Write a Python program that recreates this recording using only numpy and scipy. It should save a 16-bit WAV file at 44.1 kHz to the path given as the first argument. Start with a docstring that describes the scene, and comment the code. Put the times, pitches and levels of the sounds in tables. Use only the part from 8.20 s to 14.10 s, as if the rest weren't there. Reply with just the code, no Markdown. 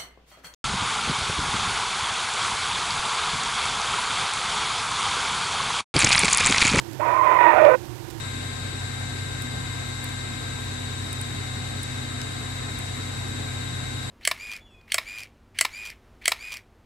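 """Compressor in a workshop

An air compressor runs steadily, mostly to the left: sines for shaft hum, rotor tones and a whine full of
sidebands, a looped buzz for the casing, shaped noise for rumble, rushing air and fizz. A cooling fan and mains
gear add sine drones. A mouse clicks close by on the right, as short rings, snaps and taps. The hand-held
two-port microphone sways by a few centimetres, which bends the steady tones and the buzz."""
import sys
import numpy as np
from scipy import signal
from scipy.fft import rfft, irfft, next_fast_len
from scipy.io import wavfile
from scipy.ndimage import uniform_filter1d, map_coordinates

SR = 44100
rng = np.random.default_rng(int(sys.argv[2]) if len(sys.argv) > 2 else 0)


def int16_out(signal):
    """Quantize to a 16-bit WAV file."""
    q = np.round(np.clip(np.atleast_2d(signal).T, -1, 1) * 32767)
    wavfile.write(sys.argv[1], SR, q.astype(np.int16))


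N = 260190
T = np.arange(N) / SR

SHAFT_HZ, ROTOR_HZ, FAN_HZ, MAINS_HZ, WHINE_HZ = 31.515, 105.103, 249.0, 50.0, 3798.18
MONO_HZ = 10300  # above this the casing buzz has one pattern for both ports and the room ripple stops
TOP_HZ = 15850


def amp(db):
    """Gain of a level in dB."""
    return 10 ** (np.asarray(db) / 20)


def along(points, hz, column=1):
    """One column of a table that starts with Hz, read on a log frequency axis."""
    rows = np.array(points)
    return np.interp(np.log(hz + 1), np.log(rows[:, 0] + 1), rows[:, column])


def wobble(rate):
    """A smooth random curve with rate knots a second."""
    knots = rng.standard_normal(int(N * rate / SR) + 4)
    coarse_t = T[::64]
    return np.interp(T, coarse_t, map_coordinates(knots, [coarse_t * rate]))


def filtered(x, response):
    """Shapes x by a complex response of frequency."""
    size = next_fast_len(N + 8192)
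    hz = np.fft.rfftfreq(size, 1 / SR)
    return irfft(rfft(x, size) * response(hz), size)[..., :N]


def bump(hz, centre, width):
    """A bell of height 1 on the frequency axis."""
    return np.exp(-((hz - centre) / width) ** 2)


# Microphone sway, as extra travel time of the sound: time_s [s], delay_ms [ms]
SWAY_PATH = [(0.0, -0.15), (1.0, -0.03), (2.9, 0.095), (4.3, -0.01), (4.9, 0.0), (5.9, -0.09)]


def swayed_time():
    """The time at which sound now arriving left its source, so the sway bends pitch slightly."""
    delay_ms = np.interp(T, *np.transpose(SWAY_PATH))
    return T - delay_ms / 1000


def tone(hz, left_db, right_db, left_lag_rad):
    """A sine of chance phase; standing waves give each port its own level and phase."""
    phase = 2 * np.pi * hz * swayed_time() + rng.uniform(0, 2 * np.pi)
    left = amp(left_db) * np.cos(phase)
    right = amp(right_db) * np.cos(phase + left_lag_rad)
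    return np.sqrt(2) * np.array([left, right])  # levels are RMS


def tones(rows, waver_db, rate):
    """Sums sines that each waver in level on their own."""
    return sum(amp(waver_db * wobble(rate)) * tone(*row) for row in rows)


def multiples(base_hz, table):
    """Turns a first column of multiples into Hz."""
    return [(k * base_hz, *rest) for k, *rest in table]


# Low shaft hum: multiple [of SHAFT_HZ], left_db [dB], right_db [dB], left_lag_rad [rad], loudest_s [s]
HUM_TONES = [(3, -36.7, -37.7, .2, .7), (4, -37.3, -39.3, .5, 1.3)]


def hum():
    """Low shaft multiples, each slowly waxing and waning in level."""
    swing_db, period_s = 1.1, 2.21
    out = np.zeros((2, N))
    for k, left_db, right_db, left_lag_rad, loudest_s in HUM_TONES:
        swing = amp(swing_db * np.cos(2 * np.pi * (T - loudest_s) / period_s))
        out += swing * tone(k * SHAFT_HZ, left_db, right_db, left_lag_rad)
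    return out


# Whine, pulsed by the shaft; the centre tone (overtone 1, sideband 0) is set in whine() instead:
# overtone [of WHINE_HZ], sideband [steps of SHAFT_HZ], left_db [dB], right_db [dB], left_lag_rad [rad]
WHINE_SIDES = [(1, -2, -53, -63, 0.6), (1, -1, -55, -61, 2.0), (1, 0, -52, -46, -0.4),
               (1, 1, -61, -60, 2.4), (1, 2, -60, -59, 2.6), (1, 3, -57, -61, -0.4), (1, 6, -61, -73, 0.6),
               (3, -1, -74, -73, -0.0)]


def whine():
    """A centre tone that grows and spreads to the left, among slowly wavering shaft sidebands."""
    grow_s = 2.5  # time constant

    def grown(start_db, settled_db):
        return settled_db + (start_db - settled_db) * np.exp(-T / grow_s)

    centre = tone(WHINE_HZ, grown(-68, -47), grown(-51, -44.5), -.4)
    sides = [(m * WHINE_HZ + k * SHAFT_HZ, *rest) for m, k, *rest in WHINE_SIDES if k]
    return centre + tones(sides, waver_db=2.0, rate=1.2)


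# Rotor tones: multiple [of ROTOR_HZ], left_db [dB], right_db [dB], left_lag_rad [rad]
ROTOR_TONES = [(1, -48, -50, .3), (10, -49, -63, 2.3), (15, -44, -62, 1.5), (20, -47, -58, -1.7),
               (25, -63, -63, -.3)]


def rotor():
    """Multiples of the rotor speed, each swelling and fading by chance."""
    return tones(multiples(ROTOR_HZ, ROTOR_TONES), waver_db=2.3, rate=1.885)


# Strongest high shaft tones: multiple [of SHAFT_HZ], left_db [dB], right_db [dB], left_lag_rad [rad]
SHAFT_TONES = [(116, -58, -70, 3.0), (117, -59, -64, 2.6), (119, -52, -54, 1.3), (120, -41, -65, 1.3),
               (123, -50, -62, -2.5), (239, -54, -62, -0.2), (243, -60, -70, 0.2), (244, -54, -66, 0.6),
               (245, -57, -69, -0.9), (246, -58, -64, -2.5), (247, -61, -62, 0.1), (251, -61, -64, -2.2)]
# Sidebands of the strong tones near the whine:
# carrier_hz [Hz], sideband [steps of FAN_HZ], left_db [dB], right_db [dB], left_lag_rad [rad]
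BLADE_SIDEBANDS = [(119 * SHAFT_HZ, 1, -59, -71, 1.0), (120 * SHAFT_HZ, -1, -58, -70, .2),
                   (120 * SHAFT_HZ, 1, -59, -74, -.4), (WHINE_HZ, -1, -57, -62, .7),
                   (WHINE_HZ, 1, -55, -62, -.1), (WHINE_HZ, 2, -62, -67, 1.0)]
# Single thin tones: pitch_hz [Hz], left_db [dB], right_db [dB], left_lag_rad [rad]
THIN_TONES = [(303.0, -55, -58, .5), (585.4, -60, -72, -2.0), (606.3, -62, -58, 2.3),
              (4304.6, -61, -80, .2), (4399.5, -61, -70, -1.8)]


def steady_tones():
    """High shaft multiples, sidebands a blade rate apart and thin single tones, nearly level."""
    sidebands = [(hz + k * FAN_HZ, *rest) for hz, k, *rest in BLADE_SIDEBANDS]
    rows = multiples(SHAFT_HZ, SHAFT_TONES) + sidebands + THIN_TONES
    return tones(rows, waver_db=0.4, rate=2.65)


# Bands where the casing rings: centre_hz [Hz], width_hz [Hz], left_db [dB per tone], right_db [dB per tone]
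CASING_BANDS = [(3830, 500, -65.5, -64.5), (7580, 710, -63, -65), (11320, 330, -76, -76)]


def casing_buzz():
    """Every shaft turn repeats one small rattle: faint multiples at chance levels in the casing's bands."""
    hz = np.arange(2049) * SHAFT_HZ
    gain = sum(amp([[left_db], [right_db]]) * bump(hz, centre, width)
               for centre, width, left_db, right_db in CASING_BANDS)
    gain[:, [int(row[0]) for row in SHAFT_TONES]] = 0  # these play as steady tones
    rattle = rfft(rng.standard_normal((2, 4096)))
    rattle[1] = np.where(hz > MONO_HZ, rattle[0], rattle[1])
    one_turn = irfft(rattle * gain) * np.sqrt(2048)
    place = swayed_time() * SHAFT_HZ * 4096
    return np.array([map_coordinates(port, [place], mode="grid-wrap") for port in one_turn])


# Fan tones: multiple [of FAN_HZ, the blade rate], left_db [dB], right_db [dB], left_lag_rad [rad]
FAN_TONES = [(1, -48, -44, .9), (2, -52, -51, 2.5), (3, -58, -60, -1.5), (5, -64, -63, .3)]


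def fan():
    """The cooling fan's blade rate and its multiples."""
    return tones(multiples(FAN_HZ, FAN_TONES), waver_db=0.2, rate=1.3)


# Mains tones: multiple [of MAINS_HZ], left_db [dB], right_db [dB], left_lag_rad [rad]
MAINS_TONES = [(1, -47, -49, .1), (2, -51, -52, .1), (6, -54, -58, -.2)]


def mains_gear():
    """Hum at multiples of the mains frequency."""
    return tones(multiples(MAINS_HZ, MAINS_TONES), waver_db=0.2, rate=1.3)


def patchy(depth_db):
    """Two white noises of 0 dB per Hz that share time-frequency patches of random gain."""
    spectra = signal.stft(rng.standard_normal((2, N)), nperseg=512)[2]
    field = rng.standard_normal(spectra.shape[1:])
    field = uniform_filter1d(field, size=5, axis=0)  # across frequency
    field = uniform_filter1d(field, size=8, axis=1)  # across time
    patches = amp(depth_db * field / field.std())
    pair = signal.istft(spectra * patches, nperseg=512)[1][:, :N]
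    return pair / pair.std() * np.sqrt(SR / 2)


# Likeness of the noise at both ports: pitch_hz [Hz], likeness [0 to 1]
LIKENESS = [(60, .99), (150, 0.99), (250, 0.96), (350, 0.14), (500, 0.45), (750, 0.065), (1000, 0.33),
            (2200, 0.29), (4000, 0.24), (10000, 0.25)]
# Phase lag of the shared noise at the left port: pitch_hz [Hz], left_lag_rad [rad]
LEFT_LAG = [(60, .15), (300, 0.8), (400, 1.8), (500, 1.73), (650, 3.6), (800, 1), (1300, 1.9), (1700, 3.33),
            (2500, 4.96), (3500, 6.5), (10000, 24)]


def rush(table, patchy_db):
    """Stereo noise: a part shared by both ports, later at the left, and a part of the left's own."""
    def response(hz):
        alike = np.clip(along(LIKENESS, hz), 0, 1)
        late = np.exp(-1j * along(LEFT_LAG, hz))
        band = hz < table[-1][0]
        left = amp(along(table, hz, column=1)) * band
        right = amp(along(table, hz, column=2)) * band
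        return np.array([[left * late * alike, left * np.sqrt(1 - alike ** 2)],
                         [right, 0 * right]])
    return filtered(patchy(patchy_db), response).sum(axis=1)


# Room rumble before room colour: pitch_hz [Hz], left_db [dB per Hz], right_db [dB per Hz]
RUMBLE_NOISE = [(20, -93, -96), (42, -81, -81), (63, -62, -60), (85.5, -67, -68), (106, -64, -65),
                (135, -65.5, -68), (167, -63, -64), (197, -69.5, -66), (248, -63, -65.5), (302, -70.5, -69),
                (480, -72.5, -72.5), (630, -75, -77), (850, -75.5, -74), (1270, -100, -100)]


def rumble():
    """Low broad noise that swells briefly once."""
    surge_s, surge_width_s, surge_db = 1.39, 0.069, 2.5
    surge = amp(surge_db * np.exp(-((T - surge_s) / surge_width_s) ** 2))
    return surge * rush(RUMBLE_NOISE, patchy_db=1.34)


# Rushing air before room colour: pitch_hz [Hz], left_db [dB per Hz], right_db [dB per Hz]
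AIR_NOISE = [(493, -100, -100), (1000, -78, -77.5), (1634, -68.5, -75), (2240, -72.5, -78.5),
             (3180, -78, -83), (3930, -75.5, -85), (4420, -76, -84), (5940, -80, -91.5), (7400, -83, -81.5),
             (7850, -79, -85.5), (8600, -82.5, -79), (9440, -92, -82), (10160, -95, -88)]


def rushing_air():
    """Broad hiss of moving air, faintly patchy."""
    return rush(AIR_NOISE, patchy_db=0.94)


# Fizz before room colour: pitch_hz [Hz], level_db [dB per Hz]
FIZZ_NOISE = [(9800, -120), (10300, -93), (10800, -96), (11400, -92), (11800, -100), (12500, -101),
              (13000, -110), (14200, -100), (15600, -113)]
# Part of the fizz that differs between the ports: pitch_hz [Hz], size [ratio to the shared part]
FIZZ_SIDE = [(13000, 0.044), (14000, .7), (15600, 1.5)]


def fizz():
    """The faint, flickering top of the hiss, with opposite side parts at the two ports."""
    def response(hz):
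        apart = np.clip(along(FIZZ_SIDE, hz), 0, 3)
        shared = amp(along(FIZZ_NOISE, hz)) / np.sqrt(1 + apart ** 2)
        return np.array([shared, shared * apart])
    mid, side = filtered(patchy(depth_db=2.5), response)
    return np.array([mid + side, mid - side])


# Humps and dips that room and microphone lay on the noise: centre_hz [Hz], width_hz [Hz], level_db [dB]
ROOM_COLOUR = [(147.3, 5, 3.5), (170, 5.4, 3), (190.4, 8.9, -8.5), (429, 21, 5), (577, 8, -3.5),
               (719, 57, 4.5), (900, 50, -1.5), (994, 71, 4), (1313, 25, 4.5), (6090, 63, 4.5),
               (7460, 120, -7), (7780, 170, 5)]
# Narrow treble dips: centre_hz [Hz], width_hz [Hz], level_db [dB]
TREBLE_DIPS = [(5190, 110, -8), (9480, 110, -5), (10090, 60, -7)]


def room(x, ripple_db, step_hz):
    """Fixed humps and dips, and the fine chance ripple of many echoes, different at each port."""
    knots = rng.standard_normal((2, 4000))

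    def response(hz):
        humps = sum(db * bump(hz, centre, width) for centre, width, db in ROOM_COLOUR + TREBLE_DIPS)
        ripple = np.array([map_coordinates(port, [hz / step_hz], mode="wrap") for port in knots])
        fade_in = np.clip(hz / 600, 0, 1)
        # the ripple stops at MONO_HZ; the humps and dips reach above it
        return amp(humps + ripple_db * ripple * fade_in * (hz < MONO_HZ))
    return filtered(x, response)


# Mouse presses: start_s [s], ring_db [peak dB at the right port], ring_hz [Hz],
# snap_db [dB gain on the shell modes], tap_db [dB gain on the tap noise]
PRESSES = [(1.219, -28, 9200, -41, -33), (1.8406, -29, 9150, -39, -36), (1.8896, -40.5, 9400, -48, -38),
           (2.927, -24, 9240, -45, -36), (3.011, -23.5, 9100, -41, -36), (3.6295, -24, 9060, -42, -37),
           (4.0133, -33.5, 9200, -48, -26), (4.5874, -32.5, 9500, -40, -34)]
# Modes of the mouse shell: pitch_hz [Hz], level_db [dB, before a chance offset per press]
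SHELL_MODES = [(10300, 4), (11200, -2), (12600, -7), (13900, 4), (14900, -6)]


def shell_snap(t):
    """The shell's modes as sines, with chance levels and a slightly different phase at each port."""
    out = 0
    for hz, level_db in SHELL_MODES:
        level = amp(level_db + rng.normal(0, 2))
        cycles = hz * t + rng.uniform() + 0.12 * rng.standard_normal((2, 1))
        out = out + level * np.sin(2 * np.pi * cycles)
    return out


def mouse():
    """Each press: the switch blade rings for milliseconds, the shell snaps, the bench gives a dull tap."""
    ring_left_db = -23  # the ring at the left port, against the right
    out = np.zeros((2, N))
    t = np.arange(SR // 50) / SR

    def swell(peak_s):
        return (t / peak_s * np.exp(1 - t / peak_s)) ** 4

    sharp = np.roll(swell(.0009), SR // 800)  # snap peaks about 2 ms into the press
    snap_swell = sharp + .17 * np.roll(sharp, SR // 250)  # echo off the bench, 4 ms later
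    dull = signal.butter(4, [1500, 6500], "bandpass", fs=SR)
    for start_s, ring_db, ring_hz, snap_db, tap_db in PRESSES:
        jitter = 0.16 * np.cumsum(rng.standard_normal(len(t)))  # roughens the ring
        ring = swell(0.0033) * np.sin(2 * np.pi * ring_hz * t + jitter)
        snap = snap_swell * shell_snap(t)
        tap = swell(0.0032) * signal.lfilter(*dull, rng.standard_normal((2, len(t))))
        press = amp([[ring_db + ring_left_db], [ring_db]]) * ring
        press += amp(snap_db) * snap + amp(tap_db) * tap
        start = round(start_s * SR)
        out[:, start:start + len(t)] += press
    return out


def scene():
    """Compressor, fan, mains gear, noise coloured by the room, and the mouse."""
    compressor = hum() + whine() + rotor() + steady_tones() + casing_buzz()
    drone = fan() + mains_gear()
    noise = room(rumble() + rushing_air() + fizz(), ripple_db=1.5, step_hz=25.17)
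    return compressor + drone + noise + mouse()


def record(dry):
    """Band limit: nothing passes from TOP_HZ upward."""
    return filtered(dry, lambda hz: hz < TOP_HZ)


dry = scene()
out = record(dry)
int16_out(out)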